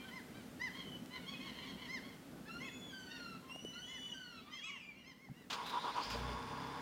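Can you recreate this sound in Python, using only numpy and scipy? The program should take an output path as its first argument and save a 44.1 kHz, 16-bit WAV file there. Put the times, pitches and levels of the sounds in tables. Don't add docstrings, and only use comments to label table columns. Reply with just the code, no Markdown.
import sys
import numpy as np
from scipy import signal
from scipy.fft import rfft, irfft, next_fast_len
from scipy.io import wavfile

SR = 44100
rng = np.random.default_rng(int(sys.argv[2]) if len(sys.argv) > 2 else 0)


def output_pcm(signal):
    pcm = np.clip(np.atleast_2d(signal).T, -1, 1) * 32767
    wavfile.write(sys.argv[1], SR, np.round(pcm).astype(np.int16))


N = 300321
T = np.arange(N) / SR


def from_db(db):
    return 10 ** (np.asarray(db) / 20)


def rms_one(x):
    return x / np.sqrt(np.mean(x ** 2) + 1e-20)


def in_time(rows, t=T):
    s, *columns = np.transpose(rows)
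    return [np.interp(t, s, c) for c in columns]


def swell(t, start, end, attack, release):
    return np.clip((t - start) / attack, 0, 1) * np.clip((end - t) / release, 0, 1)


def gate(t, start, end, fade):
    return swell(t, start, end, fade, fade)


def hump(middle, length):
    return np.cos(np.pi * np.clip((T - middle) / length, -.5, .5))


def dying(start, t60):
    return (T >= start) * from_db(-60 * np.clip((T - start) / t60, 0, 4))


def turns(hz):
    return 2 * np.pi * np.cumsum(hz) / SR


def drift(rate, size=N):
    r = np.exp(-32 * np.pi * rate / SR)
    white = rng.standard_normal(size // 16 + 402)
    slow = signal.lfilter([1], [1, -2 * r, r * r], white)[400:]
    return np.interp(np.arange(size) / 16, np.arange(len(slow)), rms_one(slow))


def noise(spectrum):
    hz, db = np.transpose(spectrum)
    size = next_fast_len(N)
    f = np.arange(size // 2 + 1) * SR / size + 1
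    curve = from_db(np.interp(np.log(f), np.log(hz), db))
    ends = np.minimum(1, np.minimum(f / hz[0], hz[-1] / f)) ** 2
    white = rng.standard_normal(size)
    return rms_one(irfft(rfft(white) * curve * ends, size)[:N])


def resonate(x, modes):
    out = 0
    for k, (hz, width, db) in enumerate(modes):
        r = np.exp(-np.pi * width / SR)
        ring = signal.lfilter([1, 0, -1], [1, -2 * r * np.cos(2 * np.pi * hz / SR), r * r], x)
        out = out + (-1) ** k * from_db(db) * (1 - r * r) * ring
    return rms_one(out)


def houses(x, t60, gap, count=50, diffuse=0.015):
    t = np.arange(SR) / SR
    response = diffuse * rng.standard_normal(SR)
    response[rng.integers(0, SR // 2, count)] += rng.choice([-1, 1], count)
    response *= (t > gap) * from_db(-60 * t / t60)
    return signal.fftconvolve(x, response / np.linalg.norm(response))[:N]


# time in seconds, then rumble and hiss in dB
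TOWN_LEVELS = [(0, -54, -72), (2.33, -54.5, -73.5), (3.31, -56.5, -75), (4.15, -60, -77),
               (4.86, -63.5, -84), (5.2, -64, -83.5), (5.4, -60, -79)]
# frequency in Hz, relative level in dB per Hz.
RUMBLE_COLOUR = [(15, -41), (25, -28.5), (60, -9.5), (102, -11), (189, 0.5), (220, -3.5), (253, 3),
                 (295, -6), (356, -8.5), (824, -18.5), (1030, -25), (1140, -23), (1500, -21.5),
                 (1950, -37.5), (3300, -120)]
# frequency in Hz, relative level in dB per Hz.
AIR_COLOUR = [(500, 11), (1000, 10), (2000, 11), (4000, 5.5), (7000, 2), (10000, 0.5), (16000, -2.5)]
WHINE_HZ, WHINE_DB = 14700, -86


def town(rumble_db=1, hiss_db=10, lumpy_db=1.5):
    rumble, hiss = in_time(TOWN_LEVELS)
    low = from_db(rumble + rumble_db + lumpy_db * drift(8.5)) * noise(RUMBLE_COLOUR)
    air = from_db(hiss + hiss_db) * noise(AIR_COLOUR)
    tone = from_db(WHINE_DB) * resonate(rng.standard_normal(N), [(WHINE_HZ, 60, 0)])
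    return low + air + tone


# start in seconds, thud level in dB, thud pitch in Hz,
# thud decay by 60 dB in seconds, tick level in dB.
KNOCKS = [(1.06, -68, 300, 0.012, -43), (3.553, -34, 330, 0.012, -63), (3.560, -24.5, 650, 0.0073, -52),
          (3.649, -19.5, 394, 0.0085, -53.5), (5.287, -45.5, 800, 0.024, -64), (5.296, -42, 136, 0.11, -80),
          (5.313, -37.5, 182, 0.041, -80)]


def knocks(tick_t60=0.005, rise=0.0029):
    tick_noise = noise([(800, -17), (3000, 0), (6000, 1), (12000, -12)])
    out = np.zeros(N)
    for start, db, hz, t60, tick_db in KNOCKS:
        envelope = dying(start, t60) * gate(T, start, np.inf, rise)
        out += from_db(db) * envelope * np.sin(2 * np.pi * hz * (T - start))
        out += from_db(tick_db) * dying(start, tick_t60) * tick_noise
    return out


# start in seconds, decay by 60 dB in seconds,
# crunch level in dB, high scrape level in dB.
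GEAR_BITES = [(5.499, 0.25, -39.5, -61), (5.527, 0.079, -40, -62), (5.66, 0.19, -50, -58),
              (5.692, 0.077, -53, -59), (5.96, 0.71, -50.5, -83), (6.029, 0.32, -51, -66),
              (6.099, 0.44, -45, -61)]
# frequency in Hz, relative level in dB per Hz.
CRUNCH_COLOUR = [(300, -26), (800, -5), (1500, -3), (1900, -10), (2800, -2), (4500, -7), (7000, -16),
                 (10000, -34), (16000, -37)]
# time in seconds,
# tooth rate in Hz when no stroke slows it, level in dB.
PINION = [(5.57, 3140, -69), (5.66, 3800, -53), (5.91, 3820, -55), (6.0, 4840, -63), (6.029, 4950, -46),
          (6.08, 4970, -55), (6.14, 4880, -51), (6.22, 4450, -75)]
# middle in seconds, length in seconds,
# level in dB before the groan setting of starter().
STROKES = [(5.599, .14, -45), (5.766, .09, -38), (5.878, .09, -36), (5.996, .09, -35)]
# frequency in Hz, width in Hz, relative level in dB.
HOUSING = [(278, 52, -12.5), (448, 220, -14), (830, 103, -8.5), (965, 31, 4.5), (1113, 118, -3.5),
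           (1226, 100, -5.5), (1420, 120, -12), (3040, 930, -25.5)]
BITE_ATTACK_S, STROKE_ATTACK_S, STROKE_RELEASE_S = 0.0049, 0.013, 0.035
PINION_SAG = .09


def starter(whir_width_hz=300, groan_db=-4, lag_s=0.0118):
    crunch, scrape = noise(CRUNCH_COLOUR), noise([(5000, 0), (16000, 0)])
    bites = np.zeros(N)
    for start, t60, db, scrape_db in GEAR_BITES:
        envelope = dying(start, t60) * gate(T, start, np.inf, BITE_ATTACK_S)
        bites += envelope * (from_db(db) * crunch + from_db(scrape_db) * scrape)

    load = np.zeros(N)
    slowing = np.zeros(N)
    for middle, length, db in STROKES:
        start, end = middle - length / 2, middle + length / 2
        load += from_db(db) * swell(T, start, end, STROKE_ATTACK_S, STROKE_RELEASE_S)
        slowing += hump(middle + lag_s, length) ** 2

    tooth_hz, db = in_time(PINION)
    phase = turns(tooth_hz * (1 - PINION_SAG * slowing))
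    teeth = drift(whir_width_hz) * np.sin(phase) + drift(whir_width_hz) * np.cos(phase)
    whir = from_db(db) * rms_one(teeth) * gate(T, PINION[0][0], PINION[-1][0], .02)
    groan = from_db(groan_db) * load * resonate(rng.standard_normal(N), HOUSING)
    return bites + whir + groan


# time in seconds, firings per second.
SPEED = [(6.02, 51), (6.2, 62), (6.33, 61.5), (6.81, 71)]
# multiple of the firing rate, relative level in dB.
OVERTONES = [(1.501, -9), (1.999, -3), (2.5, -3.5), (3.5, -6), (3.9, -2.5), (4.4, -8)]
# frequency in Hz, width in Hz, relative level in dB.
BLOCK_RINGS = [(836, 56, -5.5), (905, 7.9, -2.5), (959, 6, 7), (1023, 35, -3), (1095, 13, 2),
               (1190, 16, -4), (1300, 40, -13.5), (1412, 51, -9), (1640, 150, -13)]
# frequency in Hz, width in Hz, relative level in dB.
EXHAUST_RINGS = [(139, 120, -3), (256, 44, 0), (377, 93, -4.5), (470.3, 16.6, 7), (590, 22, 0)]
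# frequency in Hz, relative level in dB per Hz.
RASP_COLOUR = [(600, -4), (1000, 0), (1600, -14), (2000, -5), (3000, -8.5), (4000, -14), (5000, -9.5),
               (6300, -19.5), (8000, -30), (11000, -54), (16000, -37)]
# frequency in Hz, width in Hz, relative level in dB.
METAL_RINGS = [(2140, 67, 2), (3476, 180, 5.5), (4370, 67, -2), (4870, 87, 3), (7220, 240, -12),
               (9050, 230, -8.5), (12800, 260, -22.5), (15050, 220, -17)]
# level in dB while cranking, in the flare, and at idle.
BLOCK_DB = (-49.5, -55, -48)
GEARS_DB = (-54, -57.5, -55.5)
EXHAUST_DB = (-62.5, -55, -54.5)
FIRING_TONE_DB = (-100, -45, -62)
OVERTONES_DB = (-100, -55, -54)
KEY_S, CATCH_S = 5.5, 6.1
FLARE_START_S, FLARE_END_S, FLARE_ATTACK_S, FLARE_RELEASE_S = 6.03, 6.42, 0.18, 0.094
BARK_S, BARK_LENGTH_S, BARK_DB = 6.163, 0.067, -43.5


def engine(metal_db=-5, clatter=0.11, wobble=0.0124, catch_fade_s=0.11):
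    running = np.clip((T - CATCH_S) / catch_fade_s + .5, 0, 1)
    flare = swell(T, FLARE_START_S, FLARE_END_S, FLARE_ATTACK_S, FLARE_RELEASE_S)

    def level(part_db):
        crank, surge, idle = from_db(part_db)
        return crank * (1 - running) + np.hypot(surge * flare, idle * running)

    firing_hz, = in_time(SPEED)
    phase = turns(firing_hz * (1 + wobble * drift(12.8)))
    beat = 1 + clatter * (np.cos(2 * phase) + drift(110))
    shake = beat * rng.standard_normal((3, N))

    bark = from_db(BARK_DB) * hump(BARK_S, BARK_LENGTH_S) ** 2
    block = level(BLOCK_DB) * resonate(shake[0], BLOCK_RINGS)
    exhaust = np.hypot(level(EXHAUST_DB), bark) * resonate(shake[1], EXHAUST_RINGS)
    rasp = rms_one(beat * noise(RASP_COLOUR))
    metal = from_db(metal_db) * resonate(shake[2], METAL_RINGS)
    gears = level(GEARS_DB) * (rasp + metal)

    firing_tone = level(FIRING_TONE_DB) * np.sin(phase)
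    hum = np.zeros(N)
    for multiple, db in OVERTONES:
        hum += from_db(db + 2 * drift(9.3)) * np.sin(multiple * phase + rng.uniform(0, 2 * np.pi))
    overtones = level(OVERTONES_DB) * hum
    return (block + exhaust + gears + firing_tone + overtones) * gate(T, KEY_S, np.inf, 0.0064)


# time in seconds, level of a cry in dB.
FLOCK_LEVELS = [(0, -71), (.5, -91), (.8, -64), (1.0, -88), (1.6, -60.5), (2.35, -85), (3.15, -68.5),
                (3.5, -81), (4.1, -67.5), (5.2, -75)]


def far_flock(count=70, low_hz=880, high_hz=1180, length=.14, hoarse=0.453):
    chance = rng.random((count, 3))
    middles = (np.arange(count) + chance[:, 0]) / count * FLOCK_LEVELS[-1][0]
    levels, = in_time(FLOCK_LEVELS, middles)
    return [(middle, length, low_hz + pitch * (high_hz - low_hz), db, 0, hoarse + (1 - hoarse) * rasp)
            for middle, db, (_, pitch, rasp) in zip(middles, levels, chance)]


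# harmonic number, level in dB in the low voice,
# level in dB in the pure voice.
LONG_VOICE = [(1, -1, -29), (2, -4.5, -2), (3, -7.5, -40), (4, -16.5, -13.5), (5, -24.5, -55),
              (6, -34, -23)]
ROUGH_BELOW_HZ = 1470


def long_voice(hz, pure, bright_db, jitter=0.0019, low_jitter=0.0051, flutter_db=3.5,
               fading_db=2.0, wander=0.00301):
    size = len(hz)
    unsteady = jitter + low_jitter * np.clip((ROUGH_BELOW_HZ - hz) / 100, 0, 1)
    phase = turns(hz * (1 + unsteady * drift(136, size) + wander * drift(11.5, size)))
    voice = np.zeros(size)
    for k, low, high in LONG_VOICE:
        db = low + pure * (high - low) + bright_db * (k > 3)
        flutter = flutter_db * drift(43, size) + fading_db * drift(8, size)
        voice += from_db(db + flutter) * np.sin(k * phase)
    return voice


# start, top and end in seconds, then first, top and last pitch in Hz
# (of the first harmonic), level in dB, and a change in dB for harmonics above the third.
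MEWS = [(-.06, 0, .06, 1170, 1190, 1187, -55, -12), (0.738, 0.788, .86, 1567, 1610, 1590, -52.5, -14),
        (.84, 0.875, .99, 1556, 1521, 1478, -52, -12), (1.256, 1.355, 1.41, 1580, 1692, 1700, -54, -15),
        (1.3, 1.36, 1.45, 1240, 1278, 1230, -57, -7), (2.623, 2.683, 2.8, 1270, 1289, 1275, -56, -10),
        (3.475, 3.87, 4.18, 1315, 1488, 1465, -50.5, 0.5),
        (4.509, 4.682, 4.82, 1510, 1665, 1400, -52.5, -9), (4.558, 4.69, 4.86, 1282, 1454, 1170, -53, -8.5),
        (4.799, 4.831, 4.97, 1217, 1200, 1090, -56.5, -4),
        (4.954, 5.005, 5.09, 1290, 1440, 1167, -59.5, -8), (5.33, 5.382, 5.42, 1320, 1425, 1290, -64, -6)]
MEW_ARCH, MEW_FLATTER_PER_S = 1.3, 4.2
MEW_FALL_POWER = 1.8
MEW_ATTACK_S, MEW_RELEASE_S = 0.028, 0.048


def mews():
    out = np.zeros(N)
    for start, top, end, first_hz, top_hz, last_hz, db, bright_db in MEWS:
        span = (T > start) & (T < end)
        t = T[span]
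        bend = np.where(t < top, MEW_ARCH + MEW_FLATTER_PER_S * (end - start), MEW_FALL_POWER)
        off_top = np.interp(t, [start, top, end], [1, 0, 1]) ** bend
        hz = top_hz + off_top * (np.where(t < top, first_hz, last_hz) - top_hz)
        envelope = swell(t, start, end, MEW_ATTACK_S, MEW_RELEASE_S)
        out[span] += long_voice(hz, 1, bright_db) * envelope * from_db(db)
    return out


# start, break up, break down and end in seconds, then the pitch before
# the break and the final pitch in Hz (of the first harmonic), and level in dB.
WAILS = [(2.476, 2.607, 2.91, 3.39, 1430, 1307, -53.5), (3.714, 3.835, 4.125, 4.43, 1526, 1262, -55.5)]
WAIL_START_HZ, WAIL_TOP_HZ, WAIL_DROP_HZ = 1328, 1713, 1560
BREAK_S, SETTLE_S = 0.048, .03
FALL_POWER = 1.35


def wails(attack_s=0.027, release_s=0.042, pure_db=0):
    out = np.zeros(N)
    for start, up, down, end, break_hz, end_hz, db in WAILS:
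        span = (T > start) & (T < end)
        t = T[span]
        pure = gate(t, up - BREAK_S / 2, down + BREAK_S / 2, BREAK_S)
        climb = np.interp(t, [start, up], [WAIL_START_HZ, break_hz])
        fallen = np.clip((t - down) / (end - down), 0, 1) ** FALL_POWER
        fall = WAIL_DROP_HZ + (end_hz - WAIL_DROP_HZ) * fallen
        low = np.where(t < (up + down) / 2, climb, fall)
        still_to_go = np.exp(-np.maximum(t - up, 0) / SETTLE_S)
        high = WAIL_TOP_HZ - (WAIL_TOP_HZ - break_hz) / 2 * still_to_go
        voice = long_voice(low + pure * (high - low), pure, 0)
        out[span] += voice * swell(t, start, end, attack_s, release_s) * from_db(db + pure_db * pure)
    return out


# middle in seconds, length in seconds, top pitch in Hz, level in dB,
# treble tilt in dB per octave, hoarseness (0 is clear, 1 is hoarse).
YELPS = [(.042, 0.25, 1050, -66, 2, 1.02), (.068, .1, 773, -62, -3, 0.37), (.155, .12, 1048, -53, -5.5, 0),
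         (.378, 0.12, 787, -64, 4.5, 0.36), (.644, 0.11, 1026, -49.5, -2, 0.1),
         (.786, .15, 1078, -54.5, .5, 0.85), (1.15, 0.11, 1029, -53, -1, 0.73),
         (1.201, 0.18, 745, -64, 7.5, 0.54), (1.31, 0.12, 1115, -53.5, 2.5, 0.72),
         (1.456, 0.16, 1090, -53.5, -0.5, 0.73), (1.481, 0.15, 1014, -62, 3.5, 0.94),
         (1.596, 0.16, 1046, -57, 2, 0.9), (1.691, 0.11, 1084, -55, 2.5, 0.71),
         (1.694, 0.087, 984, -61, 2, .55), (1.823, .11, 1018, -56, -1, 0.88),
         (1.839, .11, 1097, -59, 1, .7), (1.933, .13, 1061, -47.5, -1.5, 0.08),
         (2.079, 0.15, 1112, -61, 0, 0.73), (2.478, 0.057, 881, -60.5, -0.5, 0.1),
         (2.649, .12, 1085, -51, -2.5, 0.29), (3.143, .14, 944, -56.5, 4, 0.53),
         (3.475, 0.15, 1058, -65, -9.5, 0.92), (3.763, 0.1, 1011, -61, 1, 0.52),
         (3.93, 0.15, 1060, -57, -2, 0.16), (4.51, .12, 1226, -61, -7, 0.94),
         (4.556, .13, 1050, -59.5, 3, 0.05), (4.668, 0.11, 1316, -52, -0.5, 0.02),
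         (4.718, .15, 1147, -59, -6.5, 0.14), (5.088, .115, 1064, -61, 1.5, 0.22),
         (5.235, .14, 1086, -69, -2, 0.09), (5.402, 0.13, 998, -68.5, -2, .3)]
# harmonic number, level in dB when clear, level in dB when hoarse.
YELP_VOICE = [(1, -9.5, -3.5), (2, 5, -3.5), (3, -9, 2.5), (4, -8.5, -7), (5, -6, -21.5), (6, -11, -23),
              (7, -21.5, -43), (8, -46, -36)]
CLEAR_DROOP, HOARSE_DROOP, USUAL_HZ = .25, 0.091, 1049
NEAR_DB, NEAR_ECHO, ECHO_PER_DB = -45.5, 0.55, -0.4


def yelps(cries, jitter=0.0033, hoarse_jitter=0.02, flutter_db=2.5, hoarse_db=3.5,
          colour_db=1.17, edge=0.53, sag=0.301):
    direct, scattered = np.zeros((2, N))
    for middle, length, top_hz, db, tilt_db, hoarse in cries:
        span = np.abs(T - middle) < length / 2
        u = (T[span] - middle) / (length / 2)
        size = len(u)
        droop = (CLEAR_DROOP + hoarse * (HOARSE_DROOP - CLEAR_DROOP)) * top_hz / USUAL_HZ
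        arch = 1 - droop * u * u * (1 + sag * u)
        shake = jitter * drift(132, size) + hoarse * hoarse_jitter * drift(243, size)
        phase = turns(top_hz * arch * (1 + shake))

        voice = np.zeros(size)
        for k, clear, harsh in YELP_VOICE:
            colour = tilt_db * np.log2(k / 2) + colour_db * rng.standard_normal()
            voice += from_db(clear + hoarse * (harsh - clear) + colour) * np.sin(k * phase)

        flutter = flutter_db * drift(50, size) + hoarse * hoarse_db * drift(270, size)
        cry = voice * gate(u, -0.96, 0.99, edge) * from_db(db + flutter)
        echo = np.clip(NEAR_ECHO + ECHO_PER_DB * (NEAR_DB - db), 0, 1)
        direct[span] += np.sqrt(1 - echo ** 2) * cry
        scattered[span] += echo * cry
    return direct + houses(scattered, t60=0.046, gap=0.0012)


def scene(echo_db=-9, roofs_db=-11, air_cut_hz=9000):
    gulls = yelps(YELPS + far_flock()) + wails() + mews()
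    air_filter = signal.butter(6, air_cut_hz, fs=SR, output="sos")
    gulls = signal.sosfilt(air_filter, gulls + 1e-18)
    roofs = from_db(roofs_db) * houses(gulls, t60=0.12, gap=0.0063)
    streets = from_db(echo_db) * houses(gulls, t60=0.68, gap=0.02)
    return (town() + knocks() + starter() + engine() + gulls + roofs + streets)[None]


CUTOFF_HZ = 15900


def record(dry):
    return signal.sosfilt(signal.ellip(12, .1, 70, CUTOFF_HZ, fs=SR, output="sos"), dry)


dry = scene()
out = record(dry)
output_pcm(out)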